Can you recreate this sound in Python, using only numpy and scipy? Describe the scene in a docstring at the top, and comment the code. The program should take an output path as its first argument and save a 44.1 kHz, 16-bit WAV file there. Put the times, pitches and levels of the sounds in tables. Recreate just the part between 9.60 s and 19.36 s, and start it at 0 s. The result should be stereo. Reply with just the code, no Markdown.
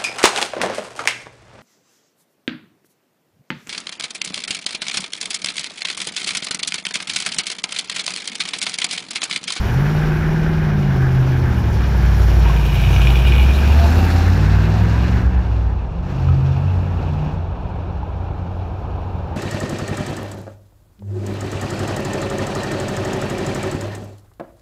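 """Old eight-cylinder pickup pulling away

The pickup revs, rolls out of a drive, pulls past close by and shifts up twice down a street.
Engine orders are sines locked to one phase; firing pulses ring pipe resonances and gate the noises of
roar, engine bay, tinware and air. Clicks ring loose tin. A low throbbing drone of nearby machinery
and distant traffic noise lie below; delayed copies of the exhaust note return as echoes."""
import sys
import numpy as np
from scipy import signal
from scipy.fft import rfft, irfft, next_fast_len
from scipy.io import wavfile

SR = 44100
rng = np.random.default_rng(int(sys.argv[2]) if len(sys.argv) > 2 else 0)


def magnitude_from_level(level_db):
    """Linear magnitude for a level in decibels (20 dB per decade)."""
    exponent = np.asarray(level_db, float) / 20
    return 10 ** exponent


def dump(signal):
    """Clip the signal to [-1, 1] and save it as 16-bit WAV at the path in sys.argv[1]."""
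    limited = np.clip(np.atleast_2d(signal).T, -1, 1)
    pcm = np.round(limited * 32767).astype(np.int16)
    wavfile.write(sys.argv[1], SR, pcm)


N = 430407   # samples

# All levels are relative: source trims and the gain of record() come on top.
# mean engine speed: time_s, cycles_hz
SPEED = [(0.0, 11.5), (0.1, 14.2), (0.2, 17.3), (0.3, 19.0), (0.9, 20.0), (1.0, 19.5), (1.4, 16.5),
         (1.8, 15.96), (2.2, 12.77), (2.4, 11.97), (2.8, 11.71), (3.2, 10.65), (3.4, 11.39), (3.6, 11.88),
         (4.18, 14.75), (4.28, 15.05), (4.36, 16.6), (4.6, 16.89), (4.8, 18.5), (5.4, 21.69), (5.7, 22.9),
         (5.85, 22.3), (6.0, 19.85), (6.2, 17.14), (6.32, 14.2), (6.5, 17.3), (6.7, 16.3), (7.4, 18.51),
         (7.78, 19.15), (8.2, 14.21), (8.4, 13.17), (9.76, 11.27)]
HUNT_SHARE, HUNT_RATE_HZ = .004, 5   # slow chance departures from that mean
MID_SPEED_HZ = 16   # reference for the octaves of speed in LAYERS
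# strong exhaust orders: time_s, firing_db, uneven_bank_db, order_11_db, order_13_db
EXHAUST = [(0.03, -32.5, -22.5, -37.5, -45), (0.17, -13.5, -29, -27.5, -39), (0.32, -18.5, -31.5, -32, -42),
           (0.9, -19, -38.5, -34.5, -38.5), (1.2, -19.5, -24, -23.5, -58), (1.6, -13, -25.5, -34, -46),
           (1.9, -20, -21.5, -38.5, -31), (2.4, -25, -13.5, -22, -31.5), (2.8, -25.5, -7.5, -26.5, -29),
           (3, -30.5, -13.5, -29, -23), (3.3, -17.5, -13.5, -21, -21), (3.6, -29.5, -9, -21.5, -39.5),
           (4.2, -29, -10, -34.5, -30), (4.6, -40, -10, -25.5, -48.5), (4.8, -21, -10.5, -30, -39),
           (5.55, -25.5, -11.5, -33, -37.5), (5.75, -29, -12.5, -45.5, -45), (5.95, -36, -16, -53, -36.5),
           (6.35, -36, -36.5, -32, -54), (6.7, -16.5, -16.5, -36, -52), (7.04, -19.5, -31, -48, -36),
           (7.16, -32.5, -23, -46.5, -38.5), (7.65, -25, -31, -41.5, -40.5), (7.85, -40, -26, -52, -58.5),
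           (8.3, -40.5, -37, -45, -42.5), (9.76, -40.5, -41.5, -52, -57.5)]
FIRING_ORDER = 8   # orders count periods per engine cycle
# low orders of the uneven banks: order
UNEVEN_ORDERS = [3, 5]
# offset of each of those orders: level_db
UNEVEN_DB = [-5, 0.5]
# higher orders of the uneven banks: order
UPPER_ORDERS = [11, 13]
# tailpipe response to the low uneven orders: frequency_hz, gain_db
TAILPIPE = [(30, -30.5), (41, -22), (48, -10), (58, -1.5), (80, -1.5), (104, -8), (120, -15.5)]
# weaker exhaust orders, re the roar: order, level_db
WEAK_ORDERS = [(4, -6), (6, -10), (7, -7), (9, -6), (10, -5), (12, -10), (14, -9), (15, -6), (16, -2),
               (17, -9), (18, -9), (19, -8)]
WEAK_LIFTED_DB, MUFFLER_HZ = -7, 214   # their change when lifted; corner of their low-pass slope
NEAR_WAVER_DB, FAR_WAVER_DB = .8, 2.0   # unsteadiness of the strong orders
# passing high orders: order, start_s, end_s, level_db
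OVERTONES = [(19, 0.37, 1.0, -38), (22, 1.37, 2.0, -38), (24, 1.3, 1.95, -38), (23, 4.08, 4.45, -37),
             (17, 0.4, 1.3, -41), (16, 4.25, 4.9, -36), (13, 4.18, 4.48, -27), (18, 5.0, 5.6, -40)]
OVERTONE_FADE_S = .1
# relative pulse strength, halved in dB when it gates noise: cylinder_db
CYLINDERS_DB = [-2.5, -22, 2, -16.5, -15, 9, -20, 3.5]
LOPE_DB = 5   # peak swing of the puffs once in every engine cycle
# pipe resonances: frequency_hz, level_db, t60_s
PIPE = [(298, -6.5, 0.054), (365.3, -1, 0.084), (429, -7, 0.027), (756, -31, 0.032)]
PULSES_FRONT_DB, PULSES_BEHIND_DB = 0.5, -2   # pipe pulses re the roar
# roar spectrum: frequency_hz, relative_density_db
ROAR = [(20, -30), (35, -14), (76, -10), (176, -15), (240, -20), (368, -13), (600, -32), (900, -80)]
# rush spectrum: frequency_hz, relative_density_db
RUSH = [(260, -22.5), (450, -3), (585, -4.5), (720, -2), (891, -3.5), (1080, -7), (1300, -4.5), (1690, -31),
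        (2860, -120)]
# engine-bay spectrum: frequency_hz, relative_density_db
BAY = [(680, -50.5), (1150, -5.5), (1190, -8.5), (1540, -3.5), (2100, -9), (2730, -33), (4620, -120)]
# tinware spectrum from the side: frequency_hz, relative_density_db
TINWARE = [(1700, -32), (2000, -24), (2420, 3), (2660, 2.5), (2890, -4), (3150, -3.5), (3800, -8),
           (4500, -27.5)]
# tinware spectrum from behind: frequency_hz, relative_density_db
TINWARE_TAIL = [(1120, -27), (1900, -15), (2270, -6.5), (2640, 5.5), (3110, -7), (3500, -4.5), (4550, -51),
                (7700, -120)]
# hiss spectrum from the front and side: frequency_hz, relative_density_db
HISS = [(1940, -4.5), (3300, 1), (3880, -5.5), (4750, -2.5), (5320, -2.5), (5840, -4.5), (7500, -23),
        (9750, -53), (16500, -120)]
# hiss spectrum from behind: frequency_hz, relative_density_db
HISS_TAIL = [(1940, -36), (3300, -4.5), (3990, -1.5), (4830, -2.5), (5600, -5.5), (7500, -16.5),
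             (9750, -27.5), (16500, -120)]
# air spectrum: frequency_hz, relative_density_db
AIR = [(4120, -29), (7000, 3.5), (7810, -9), (9480, -7), (11500, -1.5), (15100, -5), (15800, -6.5)]
# edges between treble bands that swell independently: edge_hz
PATCH_EDGES_HZ = [2650, 3100, 3600, 4200, 4800, 5500, 6300, 7200, 8500, 10000, 12000, 14000]
PATCH_DB = 2.4
# roar, rush, bay, tinware, hiss, air: base_db, db_per_presence_db, lifted_db, db_per_speed_octave,
# broadside_db, behind_db, down_street_db
LAYERS = [(-27, 0.45, -5, 2, -0.5, 0, -3), (-32, 0.62, -5.5, 1, 0, 3, 4),
          (-31, 0.64, -7.5, 6, -1.5, 0, -12.5), (-37.5, 0.72, -6.5, 4, 10, 0.5, 1),
          (-38, 1.03, -7.5, 1, -0.5, 1, -0.5), (-44, 1.72, -9.5, 1, -2.5, 1, 9)]
# treble level as the truck nears, recedes and sags while the throttle is lifted: time_s, level_db
PRESENCE = [(0, -3), (0.3, -5), (1, -8.5), (2.2, -5.5), (2.7, -2), (3, -1.5), (3.3, 0), (3.8, -1),
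            (4.1, -1), (4.4, -1.5), (4.8, -6), (5.56, -9.5), (5.8, -10), (6.3, -17.5), (6.55, -15.5),
            (7.65, -19.5), (9.76, -17.5)]
# throttle lifted: start_s, end_s
LIFTS = [(5.63, 6.46), (7.76, 12.0)]
THROTTLE_S = 0.1   # time to open or shut
BROADSIDE_S, BROADSIDE_WIDTH_S = 3.52, 0.66   # the flank faces the listener
# the tail comes to face the listener: start_s, end_s
TURNS_AWAY_S = [3.93, 4.26]
# the truck recedes down the street: start_s, end_s
DOWN_STREET_S = [5.3, 8.9]
# modes of the tinware: frequency_hz, level_db, t60_s
TIN_MODES = [(2280, -10, .02), (2450, -6, .025), (2890, -4, .028), (3350, -10, .02)]
# ticks of loose tinware, before a random spread: time_s, peak_db
TICKS = [(2.9973, -23), (3.087, -21), (3.1445, -23), (3.2009, -17), (3.2386, -14), (3.2737, -19.5),
         (3.3301, -14), (3.363, -10.5), (3.4162, -16.5), (3.4508, -17.5), (3.471, -11), (3.5017, -16),
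         (3.5561, -11.5), (3.5875, -22.5), (3.6514, -19), (3.6716, -22.5), (3.7213, -11), (3.7646, -18),
         (3.7814, -17), (3.7969, -11.5), (3.8279, -15)]
# duller knocks: time_s, peak_db, pitch_hz
KNOCKS = [(2.348, -19, 950), (2.859, -16, 937), (2.897, -12, 1070), (2.992, -18.5, 913), (6.687, -15, 1270),
          (8.43, -20.5, 855)]
CONTACT_HZ = 4930   # ticks and knocks are soft above this
WHINE_ORDER, WHINE_FADE_S, WHINE_DB = 45.8, .15, -40
# whine at full base level: start_s, end_s
WHINE_S = [3.9, 5.5]
# flares added to the whine: middle_s, length_s, level_db
FLARES = [(4.225, .12, -24), (4.4, .12, -31), (4.58, .07, -30), (4.85, .1, -40), (5.33, .25, -42)]
# short narrow swells of noise: middle_s, length_s, center_hz, width_hz, level_db
PUFFS = [(.55, .55, 1540, 220, -37), (3.14, .05, 5200, 1400, -42), (3.36, .14, 6000, 500, -43),
         (3.42, .04, 3100, 500, -33), (3.565, .03, 3350, 300, -31), (3.73, .03, 2450, 400, -28),
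         (3.81, .07, 2450, 300, -28), (3.955, .03, 3950, 400, -33), (4.09, .2, 880, 50, -33),
         (4.1, .2, 975, 40, -37), (4.28, .14, 895, 60, -31), (4.45, .12, 880, 60, -34),
         (5.16, .1, 715, 40, -35)]
# machinery drone: time_s, main_hz, main_db, lowest_db, middle_db
DRONE = [(0, 93.7, -32.5, -25.5, -31.5), (2, 94.65, -30.5, -29, -30), (3, 95.5, -28.5, -45, -39.5),
         (5.2, 92.1, -30, -48.5, -39), (5.6, 92.66, -26, -47, -16.5), (6.3, 88.6, -34, -28.5, -22),
         (6.7, 87, -20.5, -39.5, -32.5), (7.1, 90.4, -19.5, -42.5, -32.5), (7.6, 89.9, -28.5, -31, -30),
         (8.7, 88.56, -29, -35, -31), (9.76, 89.4, -30.5, -40, -45.5)]
# its lowest and middle tones: pitch_hz
DRONE_LOW_HZ = [41.3, 59.4]
THROB_S, THROB_TOP_S, THROB_DEPTH = .38, 6.71, .35   # main tone: beat period, one of its tops, depth
# distant traffic spectrum: frequency_hz, relative_density_db
STREET = [(15, -43.5), (25, -21), (80, -0.5), (179, -14), (224, -17), (420, -17), (661, -18), (805, -16.5),
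          (1250, -23.5), (2000, -37.5), (3620, -44), (9000, -84), (11700, -102), (19800, -120)]
STREET_DB = -36.5   # before the traffic gain
# distant traffic level, steady at first, then dipping and wavering slightly: time_s, gain_db
TRAFFIC_GAIN = [(5.6, 7.5), (6.3, 4), (7.6, 8.5), (9.0, 6.5), (9.76, 8.5)]
# coherence of the two ports: frequency_hz, common_share
LIKENESS = [(60, .98), (150, 0.98), (300, 0.62), (600, 0.5), (1200, 0.65), (2500, 0.55), (5000, 0.35),
            (8000, 0.45), (12000, 0.85)]
# phase by which the left port leads: frequency_hz, phase_rad
PORT_PHASE = [(0, 0.34), (260, 0.41), (520, 1.8), (860, 1.3), (1210, 2.67), (1640, 1.52), (2070, 3.46),
              (2840, 11.07), (3450, 10.13), (4820, 15.35), (5860, 20), (7060, 19.7), (9040, 19.4),
              (16200, 18)]
# left minus right port: frequency_hz, difference_db
PORT_BALANCE = [(60, -1.4), (150, -.6), (350, -3), (700, 0.6), (2500, 0.1), (5000, -0.5), (9000, 3),
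                (15000, 0)]
# echoes of the exhaust note: delay_s, left_db, right_db
ECHOES = [(0.04, -22, -21.5), (.127, -19, -18)]


def rms_one(x):
    """Normalization: scale a signal to unit rms."""
    return x / np.sqrt(np.mean(x ** 2) + 1e-20)


def in_time(rows):
    """Linear interpolation: the columns of a time table at every sample."""
    s, *columns = np.transpose(rows)
    return [np.interp(np.arange(N) / SR, s, c) for c in columns]


def at_hz(points, hz):
    """Logarithmic frequency: spectra are interpolated along a log axis."""
    points = np.array(points)
    return np.interp(np.log(hz + 1), np.log(points[:, 0] + 1), points[:, 1])


def drift(rate_hz):
    """Low-pass random process: two equal poles leave slow fluctuations of unit rms."""
    hop = 40   # samples between slow values
    pole = np.exp(-2 * np.pi * hop * rate_hz / SR)
    white = rng.standard_normal(N // hop + 2002)
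    slow = signal.lfilter([1], [1, -2 * pole, pole * pole], white)[2000:]
    return np.interp(np.arange(N) / hop, np.arange(len(slow)), rms_one(slow))


def tone(turns, level_db, waver_db, rate_hz):
    """Modulated sine: one slow fluctuation moves both strength and phase."""
    waver = waver_db * drift(rate_hz)
    phase = 2 * np.pi * (turns + rng.random()) + 0.15 * waver
    return np.sqrt(2) * magnitude_from_level(level_db + waver) * np.sin(phase)


def two_ports(near, spread, colour=((1, 0), (2, 0))):
    """Partial coherence: the right port hears near, phase-shifted, plus a share of spread."""
    margin = 2000
    size = next_fast_len(N + 2 * margin, real=True)
    hz = np.arange(size // 2 + 1) * SR / size
    coarse = np.geomspace(10, SR / 2, 600)
    alike = np.interp(hz, coarse, np.clip(at_hz(LIKENESS, coarse), 0, 1))
    turn = np.exp(-1j * np.interp(hz, *np.transpose(PORT_PHASE)))
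    tilt = np.interp(hz, coarse, magnitude_from_level(at_hz(PORT_BALANCE, coarse) / 2))
    gain = np.interp(hz, coarse, magnitude_from_level(at_hz(colour, coarse)))
    padded = np.pad([near, spread], ((0, 0), (margin, margin)), "reflect")
    left, other = rfft(padded, size)
    right = alike * turn * left + np.sqrt(1 - alike ** 2) * other
    return irfft(gain * np.array([left * tilt, right / tilt]), size)[:, margin:N + margin]


def noise(colour, level_db, gate=1, flutter_db=2.0, flutter_rate_hz=10):
    """Filtered noise: gated white noise takes a spectrum, then a slow random flutter."""
    heard = two_ports(*(rng.standard_normal((2, N)) * gate), colour)
    unit = heard / np.sqrt(np.mean(heard.mean(axis=0) ** 2))
    return unit * magnitude_from_level(level_db + flutter_db * drift(flutter_rate_hz))


def ring(clicks, hz, t60_s):
    """Resonance: a unit click sets off a decaying sine of initial height 1."""
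    r, w = magnitude_from_level(-60 / (t60_s * SR)), 2 * np.pi * hz / SR
    return signal.lfilter([0, np.sin(w)], [1, -2 * r * np.cos(w), r * r], clicks + 1e-18)


def street():
    """Broadband superposition: distant traffic is one coloured noise under a slow level curve."""
    return noise(STREET, STREET_DB + in_time(TRAFFIC_GAIN)[0], flutter_db=.7)


def drone():
    """Tonal radiation with beating: four low machinery tones, of which the main one throbs."""
    hz, main_db, lowest_db, middle_db = in_time(DRONE)
    s = np.arange(N) / SR
    turns = np.cumsum(hz * (1 + .012 * drift(3))) / SR
    throb = 1 + THROB_DEPTH * np.cos(2 * np.pi * (s - THROB_TOP_S) / THROB_S)
    out = throb * tone(turns, main_db - .5, waver_db=1.5, rate_hz=9)
    out += tone(2 * turns, main_db / 2 - 27, waver_db=4.0, rate_hz=5)
    for low_hz, db in zip(DRONE_LOW_HZ, (lowest_db, middle_db)):
        out += tone(low_hz * s, db - 2, waver_db=2.5, rate_hz=9)
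    return out


def wall(x):
    """Reflection: building fronts return late, weaker copies."""
    out = np.zeros((2, N))
    for delay_s, *side_db in ECHOES:
        lag = int(delay_s * SR)
        out[:, lag:] += magnitude_from_level(side_db)[:, None] * x[:N - lag]
    return out


def throttle_lifted():
    """Control ramp: 1 while the pedal is up, 0 while it is down."""
    s = np.arange(N) / SR
    return sum(np.clip(.5 + np.minimum(s - a, b - s) / THROTTLE_S, 0, 1) for a, b in LIFTS)


def layer_levels(cycles_hz, behind):
    """Superposed level changes: presence, throttle, speed, aspect and distance add in dB."""
    s = np.arange(N) / SR
    broadside = np.exp(-((s - BROADSIDE_S) / BROADSIDE_WIDTH_S) ** 4)
    speed_octaves = np.log2(cycles_hz / MID_SPEED_HZ)
    down_street = np.interp(s, DOWN_STREET_S, [0, 1])
    controls = [np.ones(N), in_time(PRESENCE)[0], throttle_lifted(), speed_octaves, broadside,
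                behind, down_street]
    return np.array(LAYERS) @ controls


def firing_gate(turns, depth):
    """Pulsed flow: eight decaying puffs a cycle, uneven between cylinders and firings."""
    firing = 8 * turns
    count = firing.astype(int)
    lope_db = LOPE_DB * np.cos(2 * np.pi * turns)
    cylinder_db = .5 * np.array(CYLINDERS_DB)[count % 8]
    chance_db = 3.0 * rng.standard_normal(4000)[count]
    return 1 + depth * magnitude_from_level(lope_db + cylinder_db + chance_db) * np.exp(-3.0 * (firing - count))


def air(turns, level_db):
    """Turbulence noise: the highest band of air, lightly pulsed by the firings."""
    return noise(AIR, level_db, firing_gate(turns, depth=.2), flutter_db=.4, flutter_rate_hz=18)


def hiss(turns, level_db, behind):
    """Power crossfade: steady front hiss yields to pulsed hiss from behind."""
    front = noise(HISS, level_db, flutter_db=.5, flutter_rate_hz=16)
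    gate = firing_gate(turns, depth=.4)
    tail = noise(HISS_TAIL, level_db, gate, flutter_db=.5, flutter_rate_hz=16)
    return np.sqrt(1 - behind) * front + np.sqrt(behind) * tail


def tinware(turns, level_db, behind):
    """Forced vibration: firing-gated tin noise crossfades in power from side to tail."""
    side = noise(TINWARE, level_db - 4.0, firing_gate(turns, depth=0.9), flutter_db=.8)
    tail = noise(TINWARE_TAIL, level_db - .6, firing_gate(turns, depth=0.33), flutter_db=0.2)
    return np.sqrt(1 - behind) * side + np.sqrt(behind) * tail


def patchy(x):
    """Independent band modulation: treble bands swell and sink each on their own."""
    out = 0
    for edge_hz in PATCH_EDGES_HZ:
        low = signal.sosfiltfilt(signal.butter(2, edge_hz, fs=SR, output="sos"), x)
        out = out + low * magnitude_from_level(PATCH_DB * drift(17.3))
        x = x - low
    return out + x


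def puffs():
    """Band-pass noise: short narrow swells sound hollow or sharp by their frequency."""
    s, out = np.arange(N) / SR, np.zeros(N)
    for at, length, hz, width_hz, db in PUFFS:
        near = slice(int((at - length) * SR), int((at + length) * SR))
        edges_hz = [hz - width_hz / 2, hz + width_hz / 2]
        band = signal.butter(2, edges_hz, "band", fs=SR, output="sos")
        filtered = signal.sosfilt(band, rng.standard_normal(2 * SR))
        swell = np.exp(-(2 * (s[near] - at) / length) ** 4)
        out[near] += magnitude_from_level(db) * swell * rms_one(filtered[-len(s[near]):])
    return out


def knocks():
    """Damped resonance: each dull ring falls 60 dB within sixty periods."""
    out = np.zeros(N)
    for s, db, hz in KNOCKS:
        click = np.zeros(SR // 10)
        click[0] = magnitude_from_level(db)
        at = round(s * SR)
        out[at:at + len(click)] += ring(click, hz, 60.0 / hz)
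    return out


def ticks(tin_db):
    """Modal excitation: loud ticks and a random patter strike each tin mode unequally."""
    at, out = [round(s * SR) for s, db in TICKS], np.zeros(N)
    strength_db = tin_db + 4 + 5.1 * np.minimum(rng.exponential(1, N), 1.8)
    patter = (rng.random(N) < 90 / SR) * magnitude_from_level(strength_db)   # about 90 candidates per s
    for hz, level_db, t60_s in TIN_MODES:
        clicks = patter * (rng.random(N) < .6)   # a mode answers 60 % of them
        clicks[at] = magnitude_from_level(np.array(TICKS)[:, 1] + rng.normal(0, 2.5, len(at)))
        out += magnitude_from_level(level_db) * ring(clicks, hz, t60_s)
    return out


def whine(turns):
    """Order locking: a thin tone follows engine speed through one long span and short flares."""
    s = np.arange(N) / SR
    start_s, end_s = WHINE_S
    fade = np.clip(np.minimum(s - start_s, end_s - s) / WHINE_FADE_S + 1, 0, 1)
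    gain = magnitude_from_level(WHINE_DB) * fade
    gain += sum(magnitude_from_level(db) * np.exp(-(2 * (s - at) / length) ** 4) for at, length, db in FLARES)
    return gain * tone(WHINE_ORDER * turns, 0, waver_db=1.3, rate_hz=12)


def engine_bay(turns, level_db):
    """Pulsed broadband radiation: the engine bay clatters with the firings."""
    return noise(BAY, level_db - .8, firing_gate(turns, depth=0.23), flutter_db=1.5)


def exhaust_rush(turns, level_db):
    """Flow noise: a middle band of rushing gas follows the firings."""
    return noise(RUSH, level_db - 0.5, firing_gate(turns, depth=0.32), flutter_db=.8)


def exhaust_roar(turns, level_db):
    """Flow noise: a low pipe roar is deeply pulsed by the firings."""
    return noise(ROAR, level_db - 4, firing_gate(turns, depth=0.7), flutter_db=1.0)


def pipe_pulses(turns, roar_db):
    """Impulse excitation: every firing rings the pipe resonances with its cylinder's strength."""
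    count = (8 * turns).astype(int)
    fired = np.diff(count, prepend=0) > 0
    clicks = fired * magnitude_from_level(np.array(CYLINDERS_DB)[count % 8] + rng.standard_normal(4000)[count])
    far_bank = np.isin(count % 8, [1, 4, 6, 7])
    late = np.roll(clicks * far_bank, round(0.0018 * SR))   # the far bank has the longer pipe
    clicks = clicks * ~far_bank + late
    rings = sum(magnitude_from_level(db) * ring(clicks, hz, t60_s) for hz, db, t60_s in PIPE)
    steep = signal.butter(4, 230, "high", fs=SR, output="sos")
    return magnitude_from_level(roar_db - 3.5) * rms_one(signal.sosfilt(steep, rings))


def overtones(turns):
    """Swept resonance: high orders sing while the speed carries them through a pipe resonance."""
    s, out = np.arange(N) / SR, np.zeros(N)
    for order, start_s, end_s, db in OVERTONES:
        fade = np.clip(np.minimum(s - start_s, end_s - s) / OVERTONE_FADE_S + .5, 0, 1)
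        out += fade * tone(order * turns, db, waver_db=2.0, rate_hz=6.7)
    return out


def exhaust_note(turns, cycles_hz, roar_db):
    """Harmonic synthesis: strong engine orders, and weak ones that a low-pass slope muffles."""
    firing_db, uneven_db, *upper_db = in_time(EXHAUST)   # orders 11 and 13 have a curve each
    low_db = [uneven_db + db + at_hz(TAILPIPE, order * cycles_hz)
              for order, db in zip(UNEVEN_ORDERS, UNEVEN_DB)]
    strong = zip([FIRING_ORDER] + UNEVEN_ORDERS + UPPER_ORDERS, [firing_db] + low_db + upper_db)
    unsteady_db = np.interp(np.arange(N) / SR, DOWN_STREET_S, [NEAR_WAVER_DB, FAR_WAVER_DB])
    out = sum(tone(order * turns, db, waver_db=unsteady_db, rate_hz=9) for order, db in strong)
    weak_db = roar_db + .5 + WEAK_LIFTED_DB * throttle_lifted()
    for order, db in WEAK_ORDERS:
        muffled_db = -10 * np.log10(1 + (order * cycles_hz / MUFFLER_HZ) ** 5.4)
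        out += tone(order * turns, weak_db + db + muffled_db, waver_db=1.8, rate_hz=2.5)
    return out


def scene():
    """Superposition: truck, drone and street add at two receiving ports."""
    cycles_hz, = in_time(SPEED)
    turns = np.cumsum(cycles_hz * (1 + HUNT_SHARE * drift(HUNT_RATE_HZ))) / SR
    behind = np.interp(np.arange(N) / SR, TURNS_AWAY_S, [0, 1])   # 0 front and side, 1 tail
    roar_db, rush_db, bay_db, tin_db, hiss_db, air_db = layer_levels(cycles_hz, behind)
    pulses_db = roar_db + PULSES_FRONT_DB * (1 - behind) + PULSES_BEHIND_DB * behind
    note = exhaust_note(turns, cycles_hz, roar_db) + overtones(turns) + pipe_pulses(turns, pulses_db)
    soft = signal.butter(4, CONTACT_HZ, fs=SR, output="sos")
    contacts = signal.sosfilt(soft, (1 - behind) * ticks(tin_db) + knocks())
    truck = note + contacts + whine(turns) + puffs()
    spread = 0.33 * np.pad(truck, (900, 0), "reflect")[:N]   # a late copy widens the image
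    tones = two_ports(truck + drone(), spread) + wall(note)
    treble = tinware(turns, tin_db, behind) + hiss(turns, hiss_db, behind) + air(turns, air_db)
    flow = exhaust_roar(turns, roar_db) + exhaust_rush(turns, rush_db)
    return street() + patchy(treble) + engine_bay(turns, bay_db) + flow + tones


def top_cut(x):
    """Nothing passes above the cut-off."""
    return signal.sosfilt(signal.butter(12, 16580, fs=SR, output="sos"), x)


def record(dry):
    """Saturation and low-pass filtering: a 3 ms end fade, rounded peaks, then a cut top."""
    faded = dry * np.clip((N - np.arange(N)) / (.003 * SR), 0, 1)
    rounded = 1.577 * np.tanh(faded / 1.427)
    cut = signal.cheby2(16, 40, 15900, fs=SR, output="sos")
    return top_cut(signal.sosfilt(cut, rounded))


dry = scene()
out = record(dry)
dump(out)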